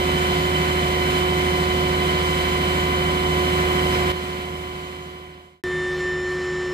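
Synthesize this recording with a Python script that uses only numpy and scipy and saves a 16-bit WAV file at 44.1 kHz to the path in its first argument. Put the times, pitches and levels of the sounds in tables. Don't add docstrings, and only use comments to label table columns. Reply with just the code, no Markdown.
import sys
import numpy as np
from scipy import signal
from scipy.fft import rfft, irfft, next_fast_len
from scipy.io import wavfile
from scipy.ndimage import uniform_filter1d

SR = 44100
rng = np.random.default_rng(int(sys.argv[2]) if len(sys.argv) > 2 else 0)


def log_audio(samples):
    frames = np.atleast_2d(samples).T
    limited = np.clip(frames, -1, 1)
    pcm = np.round(limited * 32767).astype(np.int16)
    wavfile.write(sys.argv[1], SR, pcm)


N = 296793
T = np.arange(N) / SR

SHAFT_HZ, FAN_HZ, DRIVE_HZ = 25.995, 53.35, 354.93
FADE_S, FADE_END_S, CUT_S = 4.118, 5.621, 5.6382

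# multiple of the shaft rate (for fan and second drive,
# of their own rate), near level in dB, near left minus right in dB, far level in dB.
ENGINE_TONES = [(2, -52, -1, -60), (3, -29.5, -1, -42), (3.5, -56, -3, -57), (4.5, -44.5, -1, -67),
                (5, -54, 0, -52), (5.5, -56, 1, -55), (6, -33.5, -1, -44), (6.5, -41, -1, -56),
                (7.5, -41, -1, -51), (9, -46, -2, -57), (10, -40, -2, -49), (12, -44, 8, -63),
                (15, -50, -6, -65), (18, -51, -6, -68), (20, -47, 1, -59), (20.5, -45, -1, -62),
                (22, -45, -4, -63), (22.5, -47, 0, -60), (23.5, -49, -1, -70), (26, -52, -1, -68),
                (29, -48, 0, -61), (30, -53, -12, -58), (35.5, -50, 0, -66), (36, -50, 2, -66),
                (45, -52, -6, -66), (50, -49, 0, -64), (37, -56, 6, -55), (48, -58, -8, -58)]
PUMP_TONES = [(7, -39, -1, -63), (14, -25, -8, -27), (21, -44, -6, -51), (27.5, -50, 0, -64),
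              (28, -36.5, -2, -55), (28.5, -52, 0, -61), (35, -48, -1, -61), (42, -50, -2, -59),
              (49, -49, -1, -61), (56, -45, 0, -60), (70, -48, 2, -62), (84, -50, -6, -66)]
GEAR_TONES = [(38, -56, 5, -63), (39, -32, 0, -49), (40, -51, 0, -63), (41, -50, -2, -58),
              (44, -34.5, -2, -45), (62, -52, -3, -66), (75, -49, -10, -61), (77, -52, -12, -70),
              (78, -37, 3, -49), (78.5, -46, -6, -68), (87, -50, -8, -61), (88, -43, -5, -56),
              (90, -51, -10, -66), (116, -45, -10, -68), (117, -32.5, -6, -49), (118, -46.5, -3, -67),
              (119, -46, -6, -68), (132, -51, -6, -63), (156, -45, -15, -60), (195, -60, 0, -64),
              (234, -68, -4, -70)]
FAN_TONES = [(1, -41, -1, -50), (2, -47, -3, -55), (3, -41.5, -1, -57), (4, -44, 2, -59),
             (4.5, -49, 0, -64), (5, -47.5, 0, -67), (6, -55, -6, -55), (8, -58, 0, -56),
             (8.5, -47, -9, -53), (9, -58, 0, -57)]
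DRIVE_TONES = [(2, -44, -1, -58), (5, -52, -2, -64), (6, -48, -10, -55), (9, -47.5, -3, -66),
               (10, -54, -2, -67), (11, -59, -4, -64), (12, -59, -2, -60), (13, -60, 0, -72),
               (15, -55, 0, -72), (17, -59, 0, -74), (18, -63, 0, -70), (19, -60, 0, -76),
               (20, -58, 0, -78), (21, -60, 0, -78), (22, -60, 0, -76)]
# frequency in Hz, then the same three columns in dB.
LONE_TONES = [(161, -56, -1, -44.5), (326.5, -46, 1, -71), (381, -49, -2, -66), (1334.6, -51, 8, -63),
              (1525.1, -39, 2, -66), (7534.5, -62, 0, -80), (8110.4, -61, 0, -76), (9123.2, -63, 0, -80),
              (9585, -66, 0, -80)]
# time in seconds, gain in dB.
PUMP_LOAD = [(0, 0), (.7, -1), (1.3, 0.5), (1.9, 0.5), (2.3, -1.5), (2.9, -1.5), (3.5, 1), (4.1, 0.5),
             (5.6, 0.5)]
# frequency in Hz, lag in radians.
LEFT_PHASE_LAG = [(0, 0), (250, .15), (360, .7), (780, .8), (1120, 2.5), (1480, 3.15), (1525, 3.7),
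                  (1720, 3.6), (2030, 5.15), (2290, 6.9), (3010, 10.05), (3530, 10.4), (5340, 15),
                  (8100, 18), (16000, 28.5)]
# frequency in Hz, near density in dB per Hz, near left
# minus right in dB, coherence of the channels from 0 to 1, far density in dB per Hz.
ROAR_SPECTRUM = [(22.2, -76, -6, .96, -86), (40, -68, -7, 0.9, -80), (65, -66, -10, 0.95, -73),
                 (150, -56, 1.5, 0.91, -70), (374, -60, -2, 0.88, -71), (586, -62, -1.5, 0.85, -73.5),
                 (830, -66.5, 2, 0.9, -75), (980, -62, -3, 0.6, -81), (1060, -58.5, 0.5, 0.88, -74),
                 (1510, -60.5, 0.5, 0.69, -74), (2360, -65, -6, 0.44, -77), (3500, -67, -2.5, 0.43, -82.5),
                 (4470, -72, -0.5, 0.57, -84.5), (5800, -78.5, -1, 0, -87.5), (8300, -78, -3, 0.17, -93),
                 (10550, -84, 1.5, 0.25, -106), (13200, -80, -0.5, 0.04, -107), (15400, -91.5, 0, .2, -111)]
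# centre in Hz, width in Hz, height above the roar in dB.
TOOTH_RATTLE = [(1954, 130, 3), (2350, 71, 3), (3040, 66, 6.5), (4090, 130, 3.5)]
# frequency in Hz, power share from 0 to 1.
CYCLIC_SHARE = [(60, .25), (500, .3), (1200, .36), (2500, .26), (4500, .08), (6500, 0)]
# time in seconds, pitch in Hz, levels in dB of partials
WHISTLE_PARTIALS = [(5.65, 1790.3, -31.5, -50, -56, -60, -66, -88),
                    (5.766, 1790, -29, -46, -53, -58.5, -73, -84),
                    (5.85, 1790.3, -28.8, -45, -53.5, -59.5, -76, -90),
                    (5.914, 1790.5, -28.5, -46.5, -65, -60, -72, -84),
                    (5.958, 1791, -31, -48.5, -63, -70, -67.5, -74),
                    (5.979, 1795, -44, -50, -57, -66, -69, -74),
                    (6.008, 1793, -30.5, -53, -48, -61.5, -70, -79),
                    (6.076, 1792.3, -26.5, -50.5, -52, -63.5, -76, -79),
                    (6.216, 1791.7, -33.5, -50, -53, -64.5, -75, -82),
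                    (6.278, 1791.3, -29, -56, -51.5, -63, -73, -83),
                    (6.315, 1791.2, -30.5, -59, -53.5, -60, -69, -86),
                    (6.386, 1791, -33.5, -66, -57, -68, -76, -84),
                    (6.5, 1790, -33, -64, -53, -70, -76, -84), (6.57, 1790, -33, -55, -52, -71, -82, -88),
                    (6.69, 1789.7, -32.5, -57, -54.5, -70, -75, -82),
                    (6.72, 1789.6, -35, -55, -56, -68, -73, -78)]
# harmonic number, level in dB at the reference time, drift in dB per
DRIFTING_OVERTONES = [(3, -54, 7, .01), (6, -76, -3, .3)]


def undb(db):
    return 10 ** (np.asarray(db) / 20)


def walk(rate):
    hold = int(SR / rate / 64) + 1
    steps = np.repeat(rng.standard_normal(N // 64 // hold + 2), hold)
    smooth = uniform_filter1d(uniform_filter1d(steps, hold), hold)
    return 1.3 * np.interp(np.arange(N) / 64, np.arange(len(smooth)), smooth)


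def curve(x, table):
    return np.interp(x, *np.transpose(table))


def tones(table, turns, hz, waver, slip, lag_drift=0, pace=1):
    out = np.zeros((3, N))
    for multiple, near_db, pan_db, far_db in table:
        tone_hz = multiple * hz
        stir = np.sqrt(min(tone_hz / 1000, 2))
        phase = 2 * np.pi * (multiple * turns + rng.random()) + slip * stir * walk(5 + 14 * stir)
        envelope = undb(waver * stir * walk(pace * (4 + 16 * stir)))
        envelope *= np.sqrt(2 / np.mean(envelope ** 2))
        lag = curve(tone_hz, LEFT_PHASE_LAG) - 2 * np.pi * tone_hz * lag_drift * (T - 2.3)
        left = undb(near_db) * np.sqrt(2 / (1 + undb(-2 * pan_db)))
        right = left * undb(-pan_db)
        out += envelope * [left * np.sin(phase - lag), right * np.sin(phase), undb(far_db) * np.sin(phase)]
    return out


def diesel(turns):
    return tones(ENGINE_TONES, turns, SHAFT_HZ, waver=1.8, slip=.3)


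def pump(turns):
    sound = tones(PUMP_TONES, turns, SHAFT_HZ, waver=0, slip=.12)
    sound[:2] *= undb(curve(T, PUMP_LOAD))
    return sound


def gears(turns):
    ripple = .00033 * np.sin(2 * np.pi * turns)
    mesh_load = 1 + .13 * np.sin(np.pi * turns)
    mesh = tones(GEAR_TONES, turns + ripple, SHAFT_HZ, waver=1.1, slip=.12, lag_drift=1.2e-5, pace=2.5)
    return mesh_load * mesh


def fan():
    return tones(FAN_TONES, FAN_HZ * T, FAN_HZ, waver=2, slip=.26)


def second_drive(turns):
    return tones(DRIVE_TONES, turns * DRIVE_HZ / SHAFT_HZ, DRIVE_HZ, waver=4.5, slip=.15)


def roar(turns):
    size = next_fast_len(N)
    hz = np.maximum(np.arange(size // 2 + 1) * SR / size, 1)
    points, *columns = np.transpose(ROAR_SPECTRUM)
    near_db, pan_db, coherence, far_db = (np.interp(np.log(hz), np.log(points), c) for c in columns)
    cycle_samples = int(2 * SR / SHAFT_HZ)
    cycle_index = (turns / 2 % 1 * cycle_samples).astype(int)
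    share = curve(hz, CYCLIC_SHARE)

    def noise():
        fresh = rfft(rng.standard_normal(N), size)
        cyclic = rfft(rng.standard_normal(cycle_samples)[cycle_index], size)
        return np.sqrt(1 - share) * fresh + np.sqrt(share) * cyclic

    common = noise()
    coherent = np.sqrt(coherence) * common
    left = coherent * np.exp(-1j * curve(hz, LEFT_PHASE_LAG)) + np.sqrt(1 - coherence) * noise()
    right = coherent + np.sqrt(1 - coherence) * noise()
    gains = undb([near_db + pan_db / 2, near_db - pan_db / 2, far_db]) * np.sqrt(SR / 2)
    spectra = gains * tooth_rattle(hz) * [left, right, common]
    firings = np.cos(2 * np.pi * 3 * turns) + np.cos(2 * np.pi * turns)
    out, shared_flicker = 0, walk(9)
    for octave in range(5, 15):
        band = np.cos(np.pi / 2 * np.clip(np.log2(np.maximum(hz, 32)) - octave, -1, 1)) ** 2
        treble = octave / 14
        knock = 1 + .05 * treble ** 2 * firings
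        flicker = undb(.8 * treble * (.92 * shared_flicker + walk(20)))
        out += irfft(spectra * band, size)[:, :N] * knock * flicker
    return out


def tooth_rattle(hz):
    peaks = sum((undb(2 * db) - 1) / (1 + (2 * (hz - centre) / width) ** 2)
                for centre, width, db in TOOTH_RATTLE)
    return np.sqrt(1 + peaks)


def cut_click(level_db=-19, decay_s=.0001):
    return -undb(level_db) * (T >= CUT_S) * np.exp(-np.abs(T - CUT_S) / decay_s)


def valve_whistle(reference_s=6.2):
    times, *columns = np.transpose(WHISTLE_PARTIALS)
    hz, level_db, *upper_db = (np.interp(T, times, c) for c in columns)
    swell_db = level_db - np.mean(level_db[T >= CUT_S])
    cycles = np.cumsum(hz) / SR + .008 * walk(40) + .03 * walk(3.02)

    def partial(multiple, db):
        return np.sqrt(2) * undb(db) * np.sin(2 * np.pi * (multiple * cycles + rng.random()))

    out = partial(1, level_db + .6 * walk(30))
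    for multiple, db in zip((2, 4, 5, 7, 8), upper_db):
        out += partial(multiple, db + .8 * walk(30))
    for multiple, db, drift, share in DRIFTING_OVERTONES:
        drift_db = drift * (np.maximum(T, CUT_S) - reference_s)
        out += partial(multiple, db + drift_db + share * swell_db + 1.2 * walk(5.5) + 1.4 * walk(30))
    return out


def scene():
    turns = SHAFT_HZ * T + .004 * walk(1.2)
    machine = diesel(turns) + pump(turns) + gears(turns) + fan() + second_drive(turns)
    machine += tones(LONE_TONES, T, 1, waver=2.5, slip=.2)
    machine += roar(turns)
    fade = np.interp(T, [FADE_S, FADE_S + .0021, FADE_END_S], [1, undb(-7), 0])
    near = machine[:2] * fade
    far = (machine[2] + valve_whistle()) * (T >= CUT_S)
    return near + far + cut_click()


def record(dry):
    lowpass = signal.ellip(14, .3, 75, 15380, fs=SR, output="sos")
    return signal.sosfilt(lowpass, np.tanh(1.3 * dry) / 1.28)


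dry = scene()
out = record(dry)
log_audio(out)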